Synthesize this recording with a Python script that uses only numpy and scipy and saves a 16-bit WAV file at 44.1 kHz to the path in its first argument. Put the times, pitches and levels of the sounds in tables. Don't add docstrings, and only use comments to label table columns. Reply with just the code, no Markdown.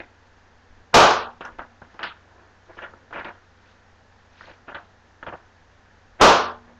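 import sys
import numpy as np
from scipy import signal
from scipy.fft import rfft, irfft, next_fast_len
from scipy.io import wavfile
from scipy.ndimage import uniform_filter1d

SR = 44100
rng = np.random.default_rng(int(sys.argv[2]) if len(sys.argv) > 2 else 0)


def log_audio(samples):
    frames = np.atleast_2d(samples).T
    limited = np.clip(frames, -1, 1)
    pcm = np.round(limited * 32767).astype(np.int16)
    wavfile.write(sys.argv[1], SR, pcm)


N = 299439

# (frequency [Hz], t60 [s])
ROOM_T60 = [(60, 0.19), (200, 0.36), (700, 0.46), (1400, 0.51), (3000, 0.47), (6000, 0.44), (10000, 0.28)]
# (frequency [Hz], level [dB])
HISS_EQ = [(20, 1), (100, -4.5), (130, -8), (175, -7), (230, -1), (330, -7), (520, -1), (620, -3.5),
           (810, 1), (1200, -2), (1750, 2.5), (2150, -5.5), (4000, -10.5), (8000, -8), (12000, -25)]
# (frequency [Hz], level [dB])
DRONE_TONES = [(64.6, -62), (91.5, -56)]
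# (time [s], length [s], level [dB])
FLEXES = [(0.0, 0.0068, -33.5), (2.004, 0.021, -37.5), (2.766, .03, -36), (2.813, 0.037, -36.5),
          (3.125, .095, -34), (3.235, .07, -36.5), (4.671, .045, -36.5), (5.268, 0.033, -37),
          (5.319, 0.027, -36.5)]
# (frequency [Hz], level [dB])
BEND_EQ = [(40, -15), (200, -0.5), (500, 5), (800, 4), (1100, 4), (1480, 6.5), (2100, -2), (3200, -9),
           (4300, -19.5), (5500, -21.5), (9000, -23.5)]
# (time [s], length [s], level [dB])
DRAUGHTS = [(.66, 0.2, -47), (1.46, 0.19, -47), (5.98, 0.28, -50.5)]
# (frequency [Hz], level [dB])
DRAUGHT_EQ = [(15, 5.5), (38, 2.5), (70, -9), (200, -28.5), (800, -65)]
# (time [s], level [dB], bass gain [dB], rush level [dB], rush length [s])
BANGS = [(0.942, 4.5, -0.5, -23, 0.026), (6.2119, 4, 2, -18, 0.04)]
# (frequency [Hz], level [dB])
BURST_EQ = [(30, -26), (100, -16.5), (200, -11), (400, -3.5), (800, 1), (1250, -1.5), (1600, -8),
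            (1950, -16.5), (2700, -12.5), (4200, -15.5), (6300, -21), (9000, -22)]
# (frequency [Hz], level [dB], t60 [s])
ROOM_MODES = [(88, -30, 0.67), (118, -31, .55), (188.7, -22, 0.5), (237.7, -41.5, 3.5), (304.4, -22, 0.27),
              (365, -17.5, 0.59), (445, -12.5, .6), (584, -17.5, 0.39), (727, -23.5, 0.81),
              (857, -9.5, 0.25), (858, -15, 0.23), (978, -17, 0.18), (1054, -13, 0.58), (1173, -4.5, 0.5),
              (1267, -13, 0.25), (1475, -17, 0.63)]
# (time [s], level [dB], crispness [dB])
SNAPS = [(1.067, -24, 12.5), (1.107, -20.5, 13.5), (1.408, -27.5, 4.5), (1.451, -31, 14),
         (1.585, -31.5, 3.5), (1.593, -29, -12.5), (1.818, -32.5, -2), (1.942, -36, 7), (1.9924, -31, 1.5),
         (2.030, -21.5, 0), (2.937, -38, -6), (3.108, -35.5, -2), (3.127, -32.5, 7.5), (3.246, -30.5, -1),
         (4.409, -38.5, 2), (4.501, -36.5, 0), (4.681, -33, -12.5), (4.7462, -26, -15.5), (5.2278, -33, 7),
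         (5.2655, -31, -2.5), (5.3262, -41, -6)]
# (frequency [Hz], level [dB])
SNAP_EQ = [(40, -5), (130, -4), (280, 2.5), (500, 0.5), (900, 2), (1150, -4.5), (1450, 0), (1700, -5),
           (2050, -5), (2900, -2.5), (4200, -9), (6000, -8.5), (9000, -11)]
# (frequency [Hz], level [dB], t60 [s])
SHEET_MODES = [(1397, -9, 0.13), (1492, -9.5, 0.17)]
# (time [s], length [s], level [dB])
STIRS = [(1.401, 0.18, -44.5), (2.15, .4, -47.5), (2.657, 0.26, -43), (4.392, 0.2, -46), (6.66, 0.089, -45)]
# (time [s], level [dB])
BILLOWS = [(1.587, -41), (5.264, -35.5), (5.325, -37.5)]
# (frequency [Hz], level [dB])
PUFF_EQ = [(40, -15.5), (170, 1), (300, -13), (650, 1.5), (1500, -41.5)]
# (time [s], length [s], level [dB])
SLIDES = [(1.85, .14, -45), (2.6, .34, -45.5), (3.53, 0.32, -45), (4.23, 0.43, -40.5)]
# (frequency [Hz], level [dB])
SLIDE_EQ = [(300, -8), (1500, 11.5), (3500, 2.5), (6500, -1.5), (9000, -12)]
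# (frequency [Hz], cut [dB])
SUPPRESSION = [(100, 5), (300, 8), (1000, 12), (2500, 15), (4000, 15), (6000, 20)]
# (frequency [Hz], gain [dB])
CAMERA_EQ = [(20, 0), (6000, -3), (6700, -4.5), (7400, -13), (8200, -27.5), (10000, -48.5), (16000, -61.5)]

USUAL_SNAP_DB, USUAL_BUCKLE_DB = -30.5, -35.5


def amp(db):
    return 10 ** (np.asarray(db) / 20)


def unit_rms(x):
    return x / np.sqrt(np.mean(x ** 2) + 1e-20)


def curve_at(points, hz):
    f, value = np.transpose(points)
    return np.interp(np.log(hz + 1), np.log(f + 1), value)


def add(mix, s, sound):
    part = mix[max(round(s * SR), 0):][:len(sound)]
    part += sound[:len(part)]


def seconds(length):
    return np.arange(int(length * SR)) / SR


def colour(x, eq, size=8192):
    hz = np.abs(np.fft.fftfreq(size, 1 / SR))
    log_gain = np.log(amp(curve_at(eq, hz)))
    spectrum = np.exp(np.conj(signal.hilbert(log_gain)))
    pulse = np.fft.ifft(spectrum).real[:size // 2]
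    return signal.oaconvolve(x, pulse)[:len(x)]


def noise(eq, length):
    return unit_rms(colour(rng.standard_normal(int(length * SR)), eq))


def room_tone(hiss_db=-42.0, waver_rad=0.53):
    t = np.arange(N) / SR
    knots = np.linspace(0, t[-1], num=80)
    out = amp(hiss_db) * unit_rms(colour(rng.standard_normal(N), HISS_EQ))
    for hz, db in DRONE_TONES:
        drift = waver_rad * np.interp(t, knots, rng.standard_normal(len(knots)))
        out += amp(db) * unit_rms(np.sin(2 * np.pi * hz * t + drift))
    return out


def buckles(db, effort, per_s=2600):
    chance, sign = rng.random((2, len(effort)))
    clicks = (chance < per_s / SR) * np.sign(sign - .5) * effort
    rustle = colour(np.pad(clicks, (0, SR // 50)), BEND_EQ)
    crisp_db = 0.7 + 0.82 * (db - USUAL_BUCKLE_DB)
    edge_db = crisp_db + 3
    tone = [(450, -2), (1600, 0.0069), (3000, crisp_db), (4500, edge_db), (6000, crisp_db)]
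    return amp(db) * unit_rms(colour(rustle, tone))


def flexes():
    out = np.zeros(N)
    for s, length, db in FLEXES:
        add(out, s, buckles(db, signal.windows.tukey(int(length * SR), 0.33)))
    return out


def room_tail(size=256):
    hz, t, bands = signal.stft(rng.choice([-1., 1.], SR), SR, nperseg=size)
    decay = amp(-60 * t / curve_at(ROOM_T60, hz)[:, None])
    tail = signal.istft(bands * decay, SR, nperseg=size)[1][:SR]
    return tail / np.linalg.norm(tail)


def in_room(x, wet_db=1):
    reflections = amp(wet_db) * signal.oaconvolve(x, room_tail())[:N]
    return (x + reflections) / np.hypot(1, amp(wet_db))


def swells(cues, eq):
    out = np.zeros(N)
    for s, length, db in cues:
        wash = noise(eq, length)
        add(out, s, amp(db) * wash * np.hanning(len(wash)))
    return out


def draughts():
    return swells(DRAUGHTS, DRAUGHT_EQ)


def crack(decay_s, room_db):
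    tail = room_tail()
    flutter = rng.choice([-1., 1.], len(tail)) * np.exp(-np.arange(len(tail)) / SR / decay_s)
    return flutter / np.linalg.norm(flutter) + amp(room_db) * tail


def bangs(onset_s=0.054):
    out, t = np.zeros(N), seconds(1)
    for s, db, bass_db, rush_db, rush_s in BANGS:
        rush = unit_rms(colour(noise(BEND_EQ, rush_s), [(1800, -9.0), (5000, -8.5)]))
        add(out, s - rush_s, amp(rush_db) * rush * np.linspace(0, 1, len(rush)) ** 3)
        blast = colour(crack(decay_s=.02, room_db=3.5), BURST_EQ)
        blast = amp(db) * blast / np.std(blast[:int(onset_s * SR)])
        ring = sum(amp(mode_db - 60 * t / t60) * np.sin(2 * np.pi * (hz * t + rng.random()))
                   for hz, mode_db, t60 in ROOM_MODES)
        add(out, s, colour(blast + ring, [(280, bass_db), (700, 0.0036)]))
    return out


def snaps(crack_gain_db=37, knock_gain_db=1.5, lifted_s=1.9):
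    out, t = np.zeros(N), seconds(.5)
    for s, db, crisp_db in SNAPS:
        force_db = db - USUAL_SNAP_DB
        flap_db = -7.5 - 0.5 * force_db
        bite_db = -7.5 + 0.38 * force_db + 0.25 * crisp_db
        if s < lifted_s:
            bite_db -= 4.5
        tick_db = -18 + crisp_db
        tone = [(800, flap_db), (1200, 0), (1800, 0.013),
                (2400, bite_db), (4600, bite_db), (5700, tick_db)]
        pop = crack(decay_s=.007, room_db=-1)[:len(t)]
        snap = colour(colour(pop, SNAP_EQ), tone)
        tuning = 1 + 0.04 * rng.uniform(-1.1, 1)
        knock = sum(amp(mode_db - 60 * t / t60) * np.sin(2 * np.pi * hz * tuning * t)
                    for hz, mode_db, t60 in SHEET_MODES)
        add(out, s, amp(db) * (amp(crack_gain_db) * snap + amp(knock_gain_db) * knock))
    return out


def settling(length_s=.05):
    out = np.zeros(N)
    fade = 1 - seconds(length_s) / length_s
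    for s, snap_db, _ in SNAPS:
        db = -42.5 + 0.9 * (snap_db - USUAL_SNAP_DB)
        add(out, s, buckles(db, fade))
    return out


def stirs(jolts_per_s=23, depth_db=7.5):
    out = np.zeros(N)
    for s, length, db in STIRS:
        t, jolts = seconds(length), rng.uniform(-1, 1, size=100)
        waver = amp(depth_db * np.interp(t * jolts_per_s, np.arange(len(jolts)), jolts))
        add(out, s, buckles(db, waver * signal.windows.tukey(len(t), 0.33)))
    return out


def billows(length_s=0.052):
    out = np.zeros(N)
    fade = 1 - seconds(length_s) / length_s
    for s, db in BILLOWS:
        add(out, s, amp(db) * noise(PUFF_EQ, length_s) * fade)
    return out


def slides():
    return swells(SLIDES, SLIDE_EQ)


def scene():
    hits = bangs() + snaps()
    rustles = in_room(flexes() + settling() + stirs())
    return (hits + rustles + billows() + slides() + draughts() + room_tone())[None]


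def suppress(x, size=384, hold=.55, threshold_db=6, knee_db=1.4):
    hz, _, bands = signal.stft(x, SR, nperseg=size)
    power = uniform_filter1d(abs(bands) ** 2, size=9, axis=0)
    held_power = signal.lfilter([1 - hold], [1, -hold], power)
    level_db = 10 * np.log10(abs(held_power) + 1e-20)
    over_floor_db = level_db - np.median(level_db, axis=1, keepdims=True)
    shut = .5 - .5 * np.tanh((over_floor_db - threshold_db) / (2 * knee_db))
    cut_db = curve_at(SUPPRESSION, hz)[:, None] * shut
    return signal.istft(bands * amp(-cut_db), SR, nperseg=size)[1][:N]


def record(dry, clip_db=-4.5, ceiling_db=-6.5, hardness=8, cutoff_hz=15800):
    clipped = np.clip(dry[0], -amp(clip_db), amp(clip_db))
    gated = suppress(clipped)
    size = next_fast_len(N)
    hz = np.fft.rfftfreq(size, 1 / SR)
    voiced = irfft(rfft(gated, size) * amp(curve_at(CAMERA_EQ, hz)), size)[:N]
    rounded = voiced / (1 + abs(voiced / amp(ceiling_db)) ** hardness) ** (1 / hardness)
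    lowpass = signal.firwin(511, cutoff_hz, window=("kaiser", 9), fs=SR)
    return signal.oaconvolve(rounded[None], lowpass[None], "same")


dry = scene()
out = record(dry)
log_audio(out)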